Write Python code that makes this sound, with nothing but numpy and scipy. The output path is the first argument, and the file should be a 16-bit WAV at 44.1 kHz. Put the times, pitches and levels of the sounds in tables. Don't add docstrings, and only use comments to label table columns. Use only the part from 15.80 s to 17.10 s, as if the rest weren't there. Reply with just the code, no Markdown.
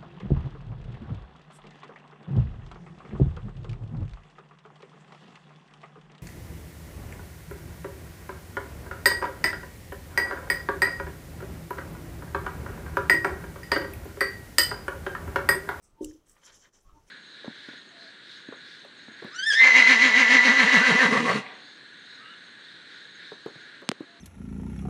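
import sys
import numpy as np
from scipy import signal
from scipy.fft import rfft, irfft, next_fast_len
from scipy.io import wavfile
from scipy.ndimage import uniform_filter1d, map_coordinates

SR = 44100
rng = np.random.default_rng(int(sys.argv[2]) if len(sys.argv) > 2 else 0)


def convert_level_to_amplitude(level_db):
    exponent = np.asarray(level_db, float) / 20
    return 10 ** exponent


def dump(signal):
    limited = np.clip(np.atleast_2d(signal).T, -1, 1)
    pcm = np.round(limited * 32767).astype(np.int16)
    wavfile.write(sys.argv[1], SR, pcm)


N = 57330


def unit(x):
    return x / np.sqrt(np.mean(x ** 2) + 1e-20)


def along(points, hz):
    f, v = np.transpose(points)
    return np.interp(np.log(hz + 1), np.log(f + 1), v)


def wobble(rate):
    return map_coordinates(rng.standard_normal(N // 16), [np.arange(N) * rate / SR])


def filtered(x, response):
    m = next_fast_len(N + SR // 2)
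    return irfft(rfft(x, m) * response(np.fft.rfftfreq(m, 1 / SR)), m)[..., :N]


def resonant(x, peaks, order=3):
    def one_pass(f):
        total = 0
        for k, (centre, width, db) in enumerate(peaks):
            band = 1j * f * width / (centre * centre - f * f + 1j * f * width)
            total = total + (-1) ** k * convert_level_to_amplitude(db / order) * band
        return total

    return filtered(x, lambda f: one_pass(f) ** order)


def swell(peak, db, rise, fall):
    t = np.arange(N) / SR - peak
    return convert_level_to_amplitude(db) * np.where(t < 0, np.exp(-2 * (t / rise) ** 2), convert_level_to_amplitude(-60 * np.abs(t) / fall))


def bursts(rows):
    total = np.zeros(N)
    for s, db, hz, length in rows:
        t = np.arange(N) / SR - s
        total += convert_level_to_amplitude(db) * np.cos(2 * np.pi * hz * t) * np.exp(-(t / length) ** 2)
    return total


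def room(x):
    # f/Hz, t60/s
    decay = [(200, 1), (2000, 0.1), (10000, 0.05)]
    hz, t, z = signal.stft(rng.standard_normal(SR // 2), SR, nperseg=256)
    tail = signal.istft(z * convert_level_to_amplitude(-60 * t / along(decay, hz)[:, None]), SR, nperseg=256)[1]
    return signal.fftconvolve(np.pad(x, (200, 0)), tail / np.linalg.norm(tail))[:N]


def room_air():
    # f/Hz, level/dB per Hz
    colour = [(53, -40), (90, -13), (360, -11), (690, -17.5), (1020, -19), (1320, -21.5), (1750, -25.5),
              (7330, -33.5), (16000, -39)]
    z = signal.stft(rng.standard_normal(N), nperseg=512)[2]
    patches = uniform_filter1d(uniform_filter1d(rng.standard_normal(z.shape), 10, 0), 8, 1)
    air = signal.istft(z * convert_level_to_amplitude(1.2 * unit(patches)), nperseg=512)[1][:N]
    return convert_level_to_amplitude(-69.5) * unit(filtered(air, lambda hz: convert_level_to_amplitude(along(colour, hz))))


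def handling_rumble():
    # t/s, level/dB
    ride = [(0.0, -87), (0.038, -65), (0.108, -70.5), (0.14, -55), (0.188, -81), (0.225, -55.5),
            (0.306, -54), (0.34, -66.5), (0.488, -68.5), (0.524, -68.5), (0.63, -76.5), (0.72, -66.5),
            (0.934, -77.5), (1.038, -65), (1.064, -63.5), (1.14, -62.5), (1.274, -64), (1.3, -89)]
    # f/Hz, level/dB
    colour = [(10, -14.5), (25, 1), (40, -9), (70, -11), (110, -15), (200, -25), (400, -105)]
    s, db = np.transpose(ride)
    low = unit(filtered(rng.standard_normal(N), lambda hz: convert_level_to_amplitude(along(colour, hz))))
    return low * convert_level_to_amplitude(np.interp(np.arange(N) / SR, s, db))


def stand_shakes():
    # t/s, level/dB, f/Hz, length/s
    thuds = [
        (.249, -43.5, 34, .022),
        (.2575, -53, 72, .016),
        (.3, -43, 35, .0055),
        (1.075, -53.5, 31, 0.033),
        (1.132, -48.5, 29.6, 0.0085),
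    ]
    return bursts(thuds)


def mains_buzz():
    # peak t/s, level/dB, rise/s, fall t60/s, centre f/Hz
    swells = [(0.036, -75.5, 0.053, 0.73, 1250), (.12, -78, 0.05, 0.32, 1200),
              (.22, -59.5, 0.063, 0.17, 904), (0.205, -75, 0.05, 0.46, 1000),
              (0.233, -68, 0.0088, 0.069, 1135), (0.56, -73.5, 0.066, 0.93, 1164),
              (0.703, -67, 0.067, 0.18, 917), (1.063, -63, 0.016, 0.1, 1105),
              (1.063, -71.5, 0.022, .3, 1200), (1.097, -62, 0.0072, 0.17, 1100),
              (1.097, -68, 0.01, 0.17, 1200), (1.097, -62, 0.015, 0.072, 1260),
              (1.13, -74, .015, 0.17, 1290), (1.2, -79, 0.03, 0.14, 1400), (1.172, -62.5, 0.043, 0.2, 900),
              (1.188, -67, 0.039, 0.076, 1040), (1.182, -78, 0.01, 0.055, 1290), (1.154, -74, .04, .3, 600),
              (1.178, -62, 0.034, 0.054, 287)]
    t = np.arange(N) / SR
    hz = 100.1 * np.arange(1, 15)[:, None]
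    level = convert_level_to_amplitude(-97.5)
    for s, db, rise, fall, centre in swells:
        group = np.exp(-((hz - centre) / 47.4) ** 2 / 2)
        level = level + swell(s, db, rise, fall) * group
    level = level * convert_level_to_amplitude([2.5 * wobble(29.91) for _ in hz])
    start = 0.25 * rng.standard_normal(hz.shape)
    return (level * np.sin(2 * np.pi * (hz * t + start))).sum(0)


def whine():
    t = np.arange(N) / SR
    return convert_level_to_amplitude(-76) * np.exp(-((t - .032) / .014) ** 2) * np.sin(2 * np.pi * 15500 * t)


def muffled_bumps():
    # t/s, level/dB, f/Hz, length/s
    bumps = [(.188, -61, 320, .006), (.2087, -37, 330, .0025), (.3255, -53, 345, .008),
             (.353, -47.5, 309, .016), (.357, -62, 500, .007), (.318, -64, 560, .01),
             (.388, -56, 325, .012), (.264, -55, 520, .008), (.3, -55, 425, .008), (.35, -60, 400, .008),
             (.225, -64, 715, .015), (.27, -57, 155, .012)]
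    return bursts(bumps)


def hand_knock():
    # f/Hz, level/dB, t60/s, side the mode first swings to
    modes = [(250.3, -7, .22, -1), (285.6, -2, .15, -1), (306.3, 1, .49, -1), (321.4, -1, .15, 1),
             (351.8, -2.5, .19, -1), (374.2, -3, .2, 1), (401.7, 1, .13, 1), (416.3, -15, .5, 1),
             (432, -21, .4, -1), (481.4, -18, .39, -1), (553, -9, .16, 1), (609.6, -24, .2, 1),
             (710, -30, .2, 1)]
    knock_s, knock_db = .20923, -33
    rest_s, damp_t60_s = .304, .14
    rise_s, press_s = .0051, .0033
    room_db, room_t60_s = -22, .9
    t = np.arange(N) / SR - knock_s
    since = np.maximum(t, 0)
    ring = np.zeros(N)
    for hz, db, t60, side in modes:
        ring += side * convert_level_to_amplitude(db - 60 * since / t60) * np.cos(2 * np.pi * hz * t)
    landing = np.exp(-2 * (np.minimum(t - press_s, 0) / rise_s) ** 2)
    damping_db = -60 * np.maximum(t + knock_s - rest_s, 0) / damp_t60_s
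    blow = convert_level_to_amplitude(knock_db + damping_db) * landing * ring
    return blow + convert_level_to_amplitude(room_db - 60 * since / room_t60_s) * room(blow)


def ticks():
    # t/s, level/dB, f/Hz, length/s
    taps = [(.0295, -57, 8600, .0006), (.0295, -60, 13500, .00008), (.040, -64, 14000, .0002),
            (.2317, -56, 3800, .0007), (.2463, -42, 2900, .0016), (.3125, -59, 1800, .0018),
            (.497, -48, 7800, .001), (.3125, -56, 2300, .00025), (.5672, -49, 1700, .00025),
            (.5682, -62, 1500, .0005), (.5693, -58, 1900, .0006), (.566, -60, 900, .0008),
            (.5725, -63, 3000, .001), (.4845, -58, 7000, .0003), (.5175, -56, 7500, .0006),
            (.2458, -45, 5900, .0012), (.2548, -52, 7000, .0006), (.2468, -48, 4350, .0015),
            (.6655, -55, 7300, .002), (.851, -60, 2100, .002), (.936, -58, 6000, .0007),
            (1.29, -59, 2350, .0012)]
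    return bursts(taps)


def barrel_snap():
    # t/s, level/dB
    impulses = [
        (.2452, -35),
        (.246, -27),
        (.2469, -36),
        (.2479, -28.5),
    ]
    # f/Hz, width/Hz, level/dB
    barrel = [(4470, 3000, -5.5), (5650, 370, 2.5), (7240, 330, 6.5), (8640, 420, 2), (10100, 1500, -8.5),
              (11730, 1100, -6.5), (13500, 1800, -17), (14300, 1600, -22)]
    blows = np.zeros(N)
    for s, db in impulses:
        blows[round(s * SR)] = convert_level_to_amplitude(db + 13.5)
    return resonant(np.diff(blows, prepend=0), barrel, order=1)


def friction(rows, low, high):
    grit_db, judder_db, judder_per_s = 2.5, 2, 110
    grains = rng.standard_normal((2, N)) * convert_level_to_amplitude(grit_db * rng.standard_normal((2, N)))
    lower = unit(resonant(grains[0], low))
    upper = unit(resonant(grains[1], high))
    grip = convert_level_to_amplitude(judder_db * (wobble(judder_per_s) + 0.7 * wobble(3 * judder_per_s)))
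    total = np.zeros(N)
    for s, db, rise, fall, upper_db in rows:
        total += swell(s, db, rise, fall) * (lower + convert_level_to_amplitude(upper_db) * upper)
    return grip * total


def panel_rub():
    # peak t/s, level/dB, rise/s, fall t60/s, upper over lower band/dB
    rubs = [(.27, -78.5, 0.088, 0.47, 8), (.48, -73, 0.02, 0.34, -3.5), (.575, -72.5, 0.025, 0.6, -10),
            (.65, -69, 0.035, 0.34, 1), (.682, -64, 0.024, 0.19, -0.5), (.703, -67, 0.007, 0.14, -3.5),
            (.745, -74.5, 0.024, 0.47, 3), (.83, -69.5, 0.018, 0.17, 0.5), (.865, -63.5, 0.031, 0.11, -8.5),
            (.96, -78, 0.082, 1, -1), (1.288, -76, 0.026, 0.14, 0.5)]
    # f/Hz, width/Hz, level/dB
    low = [(529, 201, -1), (1016, 272, 4), (1445, 524, 5), (1834, 325, 11.5), (2344, 560, -5)]
    high = [(2530, 400, -18), (3106, 343, 5.5), (3670, 840, -3.5), (4940, 1300, -13.5)]
    return friction(rubs, low, high)


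def stroke_sheen():
    # peak t/s, level/dB, rise/s, fall t60/s, upper over lower band/dB
    bright = [(.042, -78, 0.017, 0.18, -14), (.24, -71.5, 0.033, 0.6, -4), (.496, -71.5, 0.025, 0.27, -3),
              (.655, -70, 0.029, 0.28, -26), (.754, -71, 0.01, 0.23, -20), (.84, -91, 0.028, 0.13, -1),
              (.95, -95, .02, 0.27, 2), (1.035, -75.5, 0.03, 0.099, -8), (1.288, -78, 0.02, 0.14, -11)]
    # f/Hz, width/Hz, level/dB
    low = [(9900, 1000, -4.5), (10990, 740, 2.5), (11710, 1150, -6)]
    high = [(12800, 1200, 0), (14000, 1300, -1), (15200, 1200, -1)]
    return friction(bright, low, high)


def tip_strokes():
    # peak t/s, level/dB, rise/s, fall t60/s, upper over lower band/dB
    strokes = [(.042, -66, 0.025, 0.25, 2), (.235, -60, 0.024, 0.27, -2.5), (.278, -65, 0.029, 0.45, -19),
               (.47, -74.5, 0.015, 0.34, 3), (.497, -67.5, 0.016, 0.22, 1), (.585, -80, 0.017, 0.16, -11),
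               (.62, -72, 0.0089, 0.48, -16), (.664, -56, 0.03, 0.21, -14.5), (.754, -58, 0.031, 0.3, -13),
               (.812, -68, 0.012, 0.35, -18), (.86, -80, 0.044, 0.12, -34),
               (.95, -66.5, 0.034, 0.53, -13.5), (1.035, -87, 0.066, 0.034, 6.5),
               (1.18, -78.5, 0.07, 0.9, -14), (1.288, -67, 0.023, 0.12, -4.5)]
    # f/Hz, width/Hz, level/dB
    low = [(5340, 1290, -7), (6273, 707, 8), (6867, 790, -0.5), (7550, 386, -6.5)]
    high = [(7870, 860, 0.5), (8660, 410, 6.5), (9146, 450, 0.5)]
    return friction(strokes, low, high)


def scene():
    background = room_air() + handling_rumble() + stand_shakes() + mains_buzz() + whine()
    hand = muffled_bumps() + hand_knock()
    pen = ticks() + barrel_snap() + panel_rub() + stroke_sheen() + tip_strokes()
    return (background + hand + pen + convert_level_to_amplitude(-14) * room(pen))[None]


def suppressor(x):
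    # t/s, level/dB, width/s
    dips = [
        (0, -7.5, 0.033),
        (0.127, -3.5, 0.063),
        (0.429, -3, 0.049),
        (0.915, -10, 0.019),
        (1.023, -6.5, 0.03),
    ]
    t = np.arange(N) / SR
    return x * convert_level_to_amplitude(sum(db * np.exp(-((t - s) / width) ** 2) for s, db, width in dips))


def low_pass(x):
    return signal.sosfilt(signal.butter(12, 16480, fs=SR, output="sos"), x)


def record(dry):
    mix = filtered(suppressor(dry), lambda hz: 1 / (1 + (hz / 15850) ** 120))
    return low_pass(mix)


dry = scene()
out = record(dry)
dump(out)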